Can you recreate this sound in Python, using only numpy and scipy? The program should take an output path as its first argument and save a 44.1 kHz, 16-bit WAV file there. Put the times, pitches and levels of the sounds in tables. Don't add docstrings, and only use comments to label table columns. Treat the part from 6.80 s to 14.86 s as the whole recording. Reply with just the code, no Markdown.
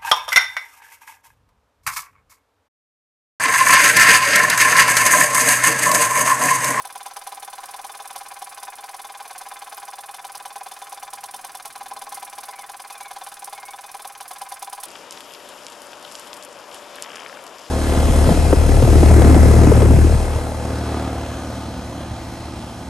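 import sys
import numpy as np
from scipy import signal
from scipy.fft import rfft, irfft, next_fast_len
from scipy.io import wavfile

SR = 44100
rng = np.random.default_rng(int(sys.argv[2]) if len(sys.argv) > 2 else 0)


def wav_out(sig):
    wavfile.write(sys.argv[1], SR, np.round(np.clip(np.atleast_2d(sig).T, -1, 1) * 32767).astype(np.int16))


def voltage_ratio(decibels):
    exponent = np.asarray(decibels, float) / 20
    return 10 ** exponent


N = 355439

# (time [s], level [dB])
RUMBLE_LEVEL = [(0.0, -71), (0.38, -100), (1.1, -74.5), (1.93, -90), (3.48, -76), (3.7, -78), (4.13, -74),
                (4.27, -72), (5.09, -69.5), (6.22, -75.5), (7.92, -73), (8.06, -89)]
# (frequency [Hz], density [dB/Hz])
RUMBLE_SPECTRUM = [(40, -14), (120, -6), (250, -5), (400, -4), (600, -8), (1000, -30)]
# (frequency [Hz], density [dB/Hz])
AIR_SPECTRUM = [(20, 0), (60, -11), (200, -13.5), (600, -19), (900, -40)]
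# (time [s], frequency [Hz], level [dB])
INSECT = [(4.3, 250, -85), (4.48, 250, -73), (4.65, 240, -75), (4.85, 250, -82), (5.1, 252, -71),
          (5.3, 268, -70), (5.45, 255, -79), (5.6, 262, -74), (5.8, 250, -85)]
# (time [s], frequency [Hz], level [dB])
BIRD_NOTES = [
    [(5.34, 2080, -64), (5.37, 2100, -49), (5.41, 2080, -66)],
    [(5.63, 2100, -64), (5.67, 2100, -60), (5.74, 2150, -53), (5.785, 2220, -50)],
    [(5.785, 2400, -58), (5.81, 2160, -47), (5.85, 1890, -58), (5.87, 1800, -66)],
    [(6.1, 2680, -64), (6.115, 2640, -50), (6.145, 2460, -49), (6.19, 2370, -53), (6.25, 2245, -52),
     (6.31, 2130, -55), (6.33, 2100, -77)],
    [(6.745, 2210, -66), (6.77, 2190, -48), (6.825, 2093, -57), (6.86, 2196, -53), (6.92, 2215, -51),
     (6.95, 2200, -66)],
]
BIRD_FLUTTER = [.02, .06, .015, .02, .012]

# (frequency [Hz], density [dB/Hz])
BOILER_SPECTRUM = [(180, -43), (300, -20), (593, -15), (801, 2), (900, -27), (1010, -2), (1970, -14.5),
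                   (3580, -19.5), (7200, -18.5), (9880, -21), (16000, -27.5)]
# (time [s], level [dB])
SPIT_EVENT = (2.97, -29)
# (frequency [Hz], density [dB/Hz])
SPIT_SPECTRUM = [(9000, -28), (13000, 2), (16000, -14)]

# (turn number [1], time of pin click [s])
CRANK_PROGRESS = [(0, -.0036), (21, 1.0948), (41, 2.1405), (61, 3.1835), (81, 4.2257), (101, 5.2673),
                  (121, 6.3084), (141, 7.3515), (154, 8.0298)]
# (time of first hard turn [s], hard thud [dB], hard clack [dB], soft thud [dB], soft clack [dB])
BOUNCE_RUNS = [(-.055, -25, -33, -31.5, -43), (.519, -26, -35, -27.5, -44),
               (1.095, -27, -39.5, -30.5, -40.5), (1.618, -25.5, -30.5, -28.5, -45.5),
               (2.036, -26.5, -36.5, -28.5, -40), (2.298, -28.5, -46, -30.5, -51),
               (2.402, -26, -41, -26.5, -44), (2.506, -27, -39, -29.5, -51), (2.611, -26, -38, -29.5, -43),
               (3.027, -27.5, -42, -26.5, -38.5), (3.236, -29, -45, -27, -45), (3.34, -26, -32, -29.5, -56),
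               (3.913, -25.5, -35, -31.5, -47), (4.33, -25.5, -30.5, -31.5, -50.5),
               (4.954, -28, -37.5, -26, -41), (5.111, -23.5, -47, -25, -40), (5.215, -26, -33, -24.5, -52),
               (5.58, -24.5, -32.5, -29, -33.5), (5.684, -27, -36.5, -30.5, -71),
               (6.361, -26.5, -37, -25, -43), (6.517, -29, -44, -30, -47), (7.142, -23.5, -34.5, -30, -45),
               (7.404, -23.5, -32.5, -32, -67), (7.822, -25.5, -31, -26, -52)]
# (time [s], extra thud [dB], extra clack [dB])
STUMBLE_TURNS = [(.572, -2.5, -7), (.886, -1, 3), (1.356, 6.5, 10), (1.723, -5, -15), (1.775, -1, 7),
                 (1.879, 2, -7), (1.931, -5, -17), (2.767, -2.5, -12), (2.974, -1, 6), (3.34, -3.5, 0.5),
                 (3.809, 3.5, -5), (3.861, 0.8, -9), (3.913, -3, -0.5), (4.278, 1.1, -24), (4.901, -7, 10),
                 (5.372, -2, 14), (5.476, -6.5, -11), (5.527, -4, -7.5), (5.684, 2, 0), (6.517, -3.5, 7),
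                 (6.569, -4, -7), (6.673, 5, 2.1), (6.725, 3.5, 12), (6.829, 1, -19), (7.09, -2, -5),
                 (7.299, -1.5, -22), (7.352, -8.5, -42), (7.404, -4, -3.5), (7.56, -1.5, 20),
                 (8.03, -3.5, 3.5)]
# (time [s], extra puff [dB])
WET_TURNS = [(-.003, 1.5), (.519, 0), (1.148, 1.5), (1.356, 5), (1.67, 4.5), (1.931, 3), (2.193, 1.5),
             (2.558, 7), (3.809, 4.5), (4.434, 3), (4.538, 2.5), (5.267, 4.5), (5.32, 12), (5.423, 4.5),
             (5.632, 2.5), (6.621, 5.5), (6.829, 5.5), (7.09, 4.5), (7.247, 5.5), (7.456, 5), (7.664, 5),
             (7.717, 3.5), (7.978, 4), (8.03, 4)]
# (time [s], knock level [dB])
BEARING_PLAY = [(0, -44), (.52, -54), (.8, -54), (1.12, -44), (1.45, -46), (1.9, -44.5), (2.6, -44),
                (3.2, -45.5), (3.85, -55), (4.2, -46.5), (5.0, -51.5), (5.5, -47.5), (6.3, -49),
                (6.55, -56), (7.0, -49), (7.35, -56), (7.65, -46), (8.06, -51)]
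# (time [s], thud [dB], clack [dB], puff [dB], knock [dB])
TURN_CHANCE = [.00006, .7, 1.8, .9, 1.8]
PUFF_DB, PUFF_PER_CLACK_DB, SLACK_PER_CLACK_DB = -37.5, 0.077, 0.3

# (delay after pin click [ms], level [dB], brightness [dB/octave], scatter [dB])
SLACK_CONTACTS = [
    (-7.8, 0, 3, 1.2),
    (-3.7, -3, 7, 1.5),
]
PIN_CONTACTS = [
    (.05, 0, 1.1, 0.99),
]
SLAP_CONTACTS = [
    (4.3, -10, 5.7, 0.8),
    (8.7, -8.5, 1.2, 5.7),
    (12.5, -7, 0.9, 3.5),
    (17.5, -31, 1.9, 3.6),
]
FEET_CONTACTS = [
    (.7, -1.5, 0, 1.3),
    (5.7, -6, -3, 2),
]
SLACK_FEET_CONTACTS = [
    (-9.3, 0, 12, 1.5),
]
KNOCK_WANDER_MS = 0.15

# (frequency [Hz], level [dB], t60 [s])
HOLLOW_MODES = [(443.6, -24.5, 0.05), (547.6, -22.5, 0.057), (666.7, -22.5, 0.096), (761, -8, 0.036),
                (800.2, -0.5, 0.034), (995, -3, 0.031), (1076, -12, 0.059), (1216, -23, 0.045)]
# (frequency [Hz], level [dB], t60 [s])
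BED_MODES = [(1266, -16.5, 0.034), (1342, -22.5, 0.044), (1540, -12.5, 0.045), (1665, -10.5, 0.024),
             (1756, -16, 0.021), (2110, -11.5, 0.024), (2357, -14, 0.036), (2505, -29, 0.24)]
# (frequency [Hz], level [dB], t60 [s])
BRASS_MODES = [(3080, -4, .035), (3270, -9, .045), (3533, -1, .06), (3800, -7, .045), (4005, -7, .05),
               (4212, -6, .04), (4420, -12, .05), (4708, -7, .055), (4830, -11, .05), (5035, -6.5, .05),
               (5500, -7, .045), (6018, -6.5, .045), (6172, -9, .05), (6480, -9, .045),
               (7920, -18, 0.12), (8600, -15.5, 0.044), (9730, -4, 0.033), (12300, -24, 0.012)]
# (frequency [Hz], density [dB/Hz])
RATTLE_SPECTRUM = [(500, -30), (1200, 16), (2500, -3.5), (4000, 8.5), (6300, -5.5), (7500, -30),
                   (9000, -72.5)]
# (frequency [Hz], density [dB/Hz])
CLACK_SPECTRUM = [(3000, -16), (6000, 2.5), (7400, -7.5), (8700, 6), (11200, 1), (12500, -2), (15500, -12),
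                  (17000, -62)]
# (frequency [Hz], density [dB/Hz])
PUFF_SPECTRUM = [(1500, -16.5), (3000, -15), (5500, -3), (7400, -7), (9000, 4.5), (11200, 4.5),
                 (12500, -7.5), (16000, -8.5)]

# (frequency [Hz], difference re sum [dB])
PORT_DIFFERENCE = [(250, -18), (600, -23), (2400, -21.5), (4400, -14.5), (6800, -11), (10000, -10),
                   (15000, -5)]
# (frequency [Hz], left minus right [dB])
PORT_LEAN = [(2400, 0), (4400, -.6), (8100, -2.2), (15000, -3.5)]


def in_time(rows):
    s, *columns = np.transpose(rows)
    return [np.interp(np.arange(N) / SR, s, c) for c in columns]


def shaped(x, points):
    hz, level_db = np.transpose(points)
    size = next_fast_len(N + 2000, real=True)
    bins_hz = np.maximum(np.fft.rfftfreq(size, 1 / SR), 1)
    gain = voltage_ratio(np.interp(np.log(bins_hz), np.log(hz), level_db))
    return irfft(rfft(x, size) * gain, size)[..., :N]


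def noise(points, grain_db=0., channels=1):
    white = rng.standard_normal((channels, N))
    grains = voltage_ratio(grain_db * np.minimum(rng.exponential(1, (channels, N)), 5))
    x = shaped(white * grains, points)
    return x / np.std(x)


def drift(rate_hz):
    knots = rng.standard_normal(int(rate_hz * N / SR) + 2)
    return np.interp(np.arange(N) * rate_hz / SR, np.arange(len(knots)), knots)


def high_pass(x, order, hz):
    return signal.sosfilt(signal.butter(order, hz, "high", fs=SR, output="sos"), x)


def clicks(at_s, sizes):
    lead, train = SR // 10, np.full(N + SR // 5, 1e-18)
    np.add.at(train, np.round(at_s * SR).astype(int) + lead, sizes)
    return train


def ring(train, hz, t60_s, order=1):
    r, w = voltage_ratio(-60 / (t60_s * SR)), 2 * np.pi * hz / SR
    for k in range(order):
        resonance = signal.lfilter([0, np.sin(w)], [1, -2 * r * np.cos(w), r * r], train)
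        train = resonance * (2 * np.e * (1 - r)) ** k
    return train[SR // 10:SR // 10 + N]


def burst(at_s, level_db, rise_ms, t60_s):
    rise, fall = np.exp(-1000 / (rise_ms * SR)), voltage_ratio(-60 / (t60_s * SR))
    poles = np.convolve([1, -rise], [1, -fall])
    shape = signal.lfilter([1 - rise], poles, clicks(at_s, voltage_ratio(level_db)))
    return shape[SR // 10:SR // 10 + N]


def struck(modes, blows, shake, wander_ms, order=1):
    out = np.zeros(N)
    late = rng.normal(0, 1, (len(blows[0][0]), 8))
    for hz, mode_db, t60_s in modes:
        train, column = np.pad(shake, SR // 10) * voltage_ratio(mode_db), 0
        for at_s, blow_db, contacts in blows:
            for ms, contact_db, bright_db, scatter_db in contacts:
                chance_db = scatter_db * np.clip(rng.normal(0, 1, len(at_s)), -2, 1.5)
                tilt_db = bright_db * np.log2(hz / 1000)
                level_db = blow_db + contact_db + mode_db + tilt_db + chance_db
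                hit_s = at_s + (ms + wander_ms * late[:, column]) / 1000
                train = train + clicks(hit_s, voltage_ratio(level_db))
                column += 1
        out += ring(train, hz, t60_s, order)
    return out


def whistle(rows, warble_hz, depth, rough_db):
    start = (rows[0][0] - .01, rows[0][1], -120)
    end = (rows[-1][0] + .01, rows[-1][1], -120)
    hz, level_db = in_time([start, *rows, end])
    hz = hz * (1 + depth * drift(warble_hz))
    level = np.sqrt(2) * voltage_ratio(level_db + rough_db * drift(warble_hz))
    return level * np.sin(2 * np.pi * np.cumsum(hz) / SR)


def air():
    return voltage_ratio(-68.5) * noise(AIR_SPECTRUM, channels=2)


def far_rumble():
    return voltage_ratio(in_time(RUMBLE_LEVEL)[0] + 5.0) * noise(RUMBLE_SPECTRUM)


def insect():
    return whistle(INSECT, warble_hz=25, depth=.012, rough_db=3)


def bird():
    notes = zip(BIRD_NOTES, BIRD_FLUTTER)
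    song = sum(whistle(note, warble_hz=130, depth=depth, rough_db=3.5) for note, depth in notes)
    song = song + 0.48 * np.roll(song, 500) + 0.1 * np.roll(song, 1300)
    return song * voltage_ratio(np.array([[.6], [-.6]]))


def boiler():
    at_s, spit_db = np.array(SPIT_EVENT[:1]), SPIT_EVENT[1]
    spit = burst(at_s, spit_db, rise_ms=.1, t60_s=.008) * noise(SPIT_SPECTRUM, channels=2)
    return voltage_ratio(-48.5 + 0.89 * drift(7.3)) * noise(BOILER_SPECTRUM, grain_db=1.0, channels=2) + spit


def turns():
    number, s = np.transpose(CRANK_PROGRESS)
    turn = np.arange(int(number[-1]) + 1)
    at_s = np.interp(turn, number, s)

    def nearest(table):
        event_s = np.array(table)[:, 0]
        return np.round(np.interp(event_s, [-at_s[1], *at_s], [-1, *turn])).astype(int)

    first = nearest(BOUNCE_RUNS)
    run = np.searchsorted(first, turn, side="right") - 1
    hard = (turn - first[run]) % 2 == 0
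    run_levels = np.array(BOUNCE_RUNS)[run]
    levels = np.where(hard[:, None], run_levels[:, 1:3], run_levels[:, 3:5])
    levels[nearest(STUMBLE_TURNS)] += np.array(STUMBLE_TURNS)[:, 1:]
    thud_db, clack_db = levels.T
    firm_db = np.maximum(clack_db + 44, -12)
    puff_db = PUFF_DB + PUFF_PER_CLACK_DB * firm_db
    puff_db[nearest(WET_TURNS)] += np.array(WET_TURNS)[:, 1]
    slack_db = np.interp(at_s, *np.transpose(BEARING_PLAY)) - SLACK_PER_CLACK_DB * firm_db
    regular = np.transpose([at_s, thud_db, clack_db, puff_db, slack_db])
    chance = np.clip(rng.standard_normal(regular.shape), -1.5, 1.5)
    return (regular + np.array(TURN_CHANCE) * chance).T


def hollow_ring(at_s, thud_db, slack_db, shake):
    blows = [(at_s, thud_db - 4.5, FEET_CONTACTS), (at_s, slack_db + 5.0, SLACK_FEET_CONTACTS)]
    grit = rng.standard_normal(N)
    x = struck(HOLLOW_MODES, blows, grit * shake, wander_ms=KNOCK_WANDER_MS, order=2)
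    x = high_pass(x, 2, 300)
    return x - 0.21 * signal.lfilter(*signal.iirpeak(890, 5.5, fs=SR), x)


def bed_ring(at_s, steady_db, slack_db, shake):
    blows = [(at_s, slack_db + 7, SLACK_CONTACTS), (at_s, steady_db, PIN_CONTACTS),
             (at_s, steady_db, SLAP_CONTACTS)]
    grit = rng.standard_normal(N)
    return high_pass(struck(BED_MODES, blows, grit * shake * voltage_ratio(12.0), wander_ms=0.082), 4, 900)


def brass_ring(at_s, steady_db, loose_db, rattle):
    blows = [(at_s, steady_db - 24.0, PIN_CONTACTS), (at_s, loose_db - 24, SLAP_CONTACTS)]
    grit = rng.standard_normal(N)
    x = struck(BRASS_MODES, blows, grit * rattle * voltage_ratio(-20.5), wander_ms=.25)
    return high_pass(x, 2, 2000)


def contact_clack(at_s, steady_db, clack_db):
    tick = burst(at_s, steady_db - 15, rise_ms=.2, t60_s=.015)
    clack = burst(at_s + 0.0033, clack_db, rise_ms=0.96, t60_s=0.043)
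    return (tick + clack) * noise(CLACK_SPECTRUM, grain_db=-0.5, channels=2)


def exhaust_puff(at_s, puff_db):
    open_s = at_s + 0.022 + rng.normal(0, 0.00083, len(at_s))
    puff = burst(open_s, puff_db + 0.5, rise_ms=2.3, t60_s=0.067)
    return puff * voltage_ratio(2.5 * drift(300)) * noise(PUFF_SPECTRUM, grain_db=2.5, channels=2)


def engine():
    at_s, thud_db, clack_db, puff_db, slack_db = turns()
    steady_db = -34 + 0.093 * (thud_db + 38.0)
    loose_db = -46.0 + 0.58 * (clack_db + 36.0)
    shake = burst(at_s + 0.00089, thud_db - 47, rise_ms=1.4, t60_s=0.052)
    rattle = burst(at_s, steady_db - 8.0, rise_ms=0.18, t60_s=0.018)
    rattle = rattle + burst(at_s + 0.0032, loose_db, rise_ms=1.0, t60_s=0.075)
    ringing = hollow_ring(at_s, thud_db, slack_db, shake)
    ringing = ringing + bed_ring(at_s, steady_db, slack_db, shake)
    ringing = ringing + brass_ring(at_s, steady_db, loose_db, rattle)
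    out = ringing * [[1], [.3]]
    out = out + rattle * noise(RATTLE_SPECTRUM, grain_db=2.5, channels=2)
    return out + contact_clack(at_s, steady_db, clack_db) + exhaust_puff(at_s, puff_db)


def ports(direct, scattered):
    side = shaped(scattered, PORT_DIFFERENCE)
    left_lean = [(hz, lean_db / 2) for hz, lean_db in PORT_LEAN]
    right_lean = [(hz, -lean_db / 2) for hz, lean_db in PORT_LEAN]
    return np.array([shaped(direct + side, left_lean), shaped(direct - side, right_lean)])


def scene():
    garden = air() + far_rumble() + insect() + bird()
    return garden + ports(*(boiler() + engine()))


def top_cut(x):
    return signal.sosfilt(signal.butter(12, 16640, fs=SR, output="sos"), x)


def record(dry):
    low_pass = signal.cheby2(12, 50, 16680, fs=SR, output="sos")
    return top_cut(signal.sosfilt(low_pass, dry))


dry = scene()
out = record(dry)
wav_out(out)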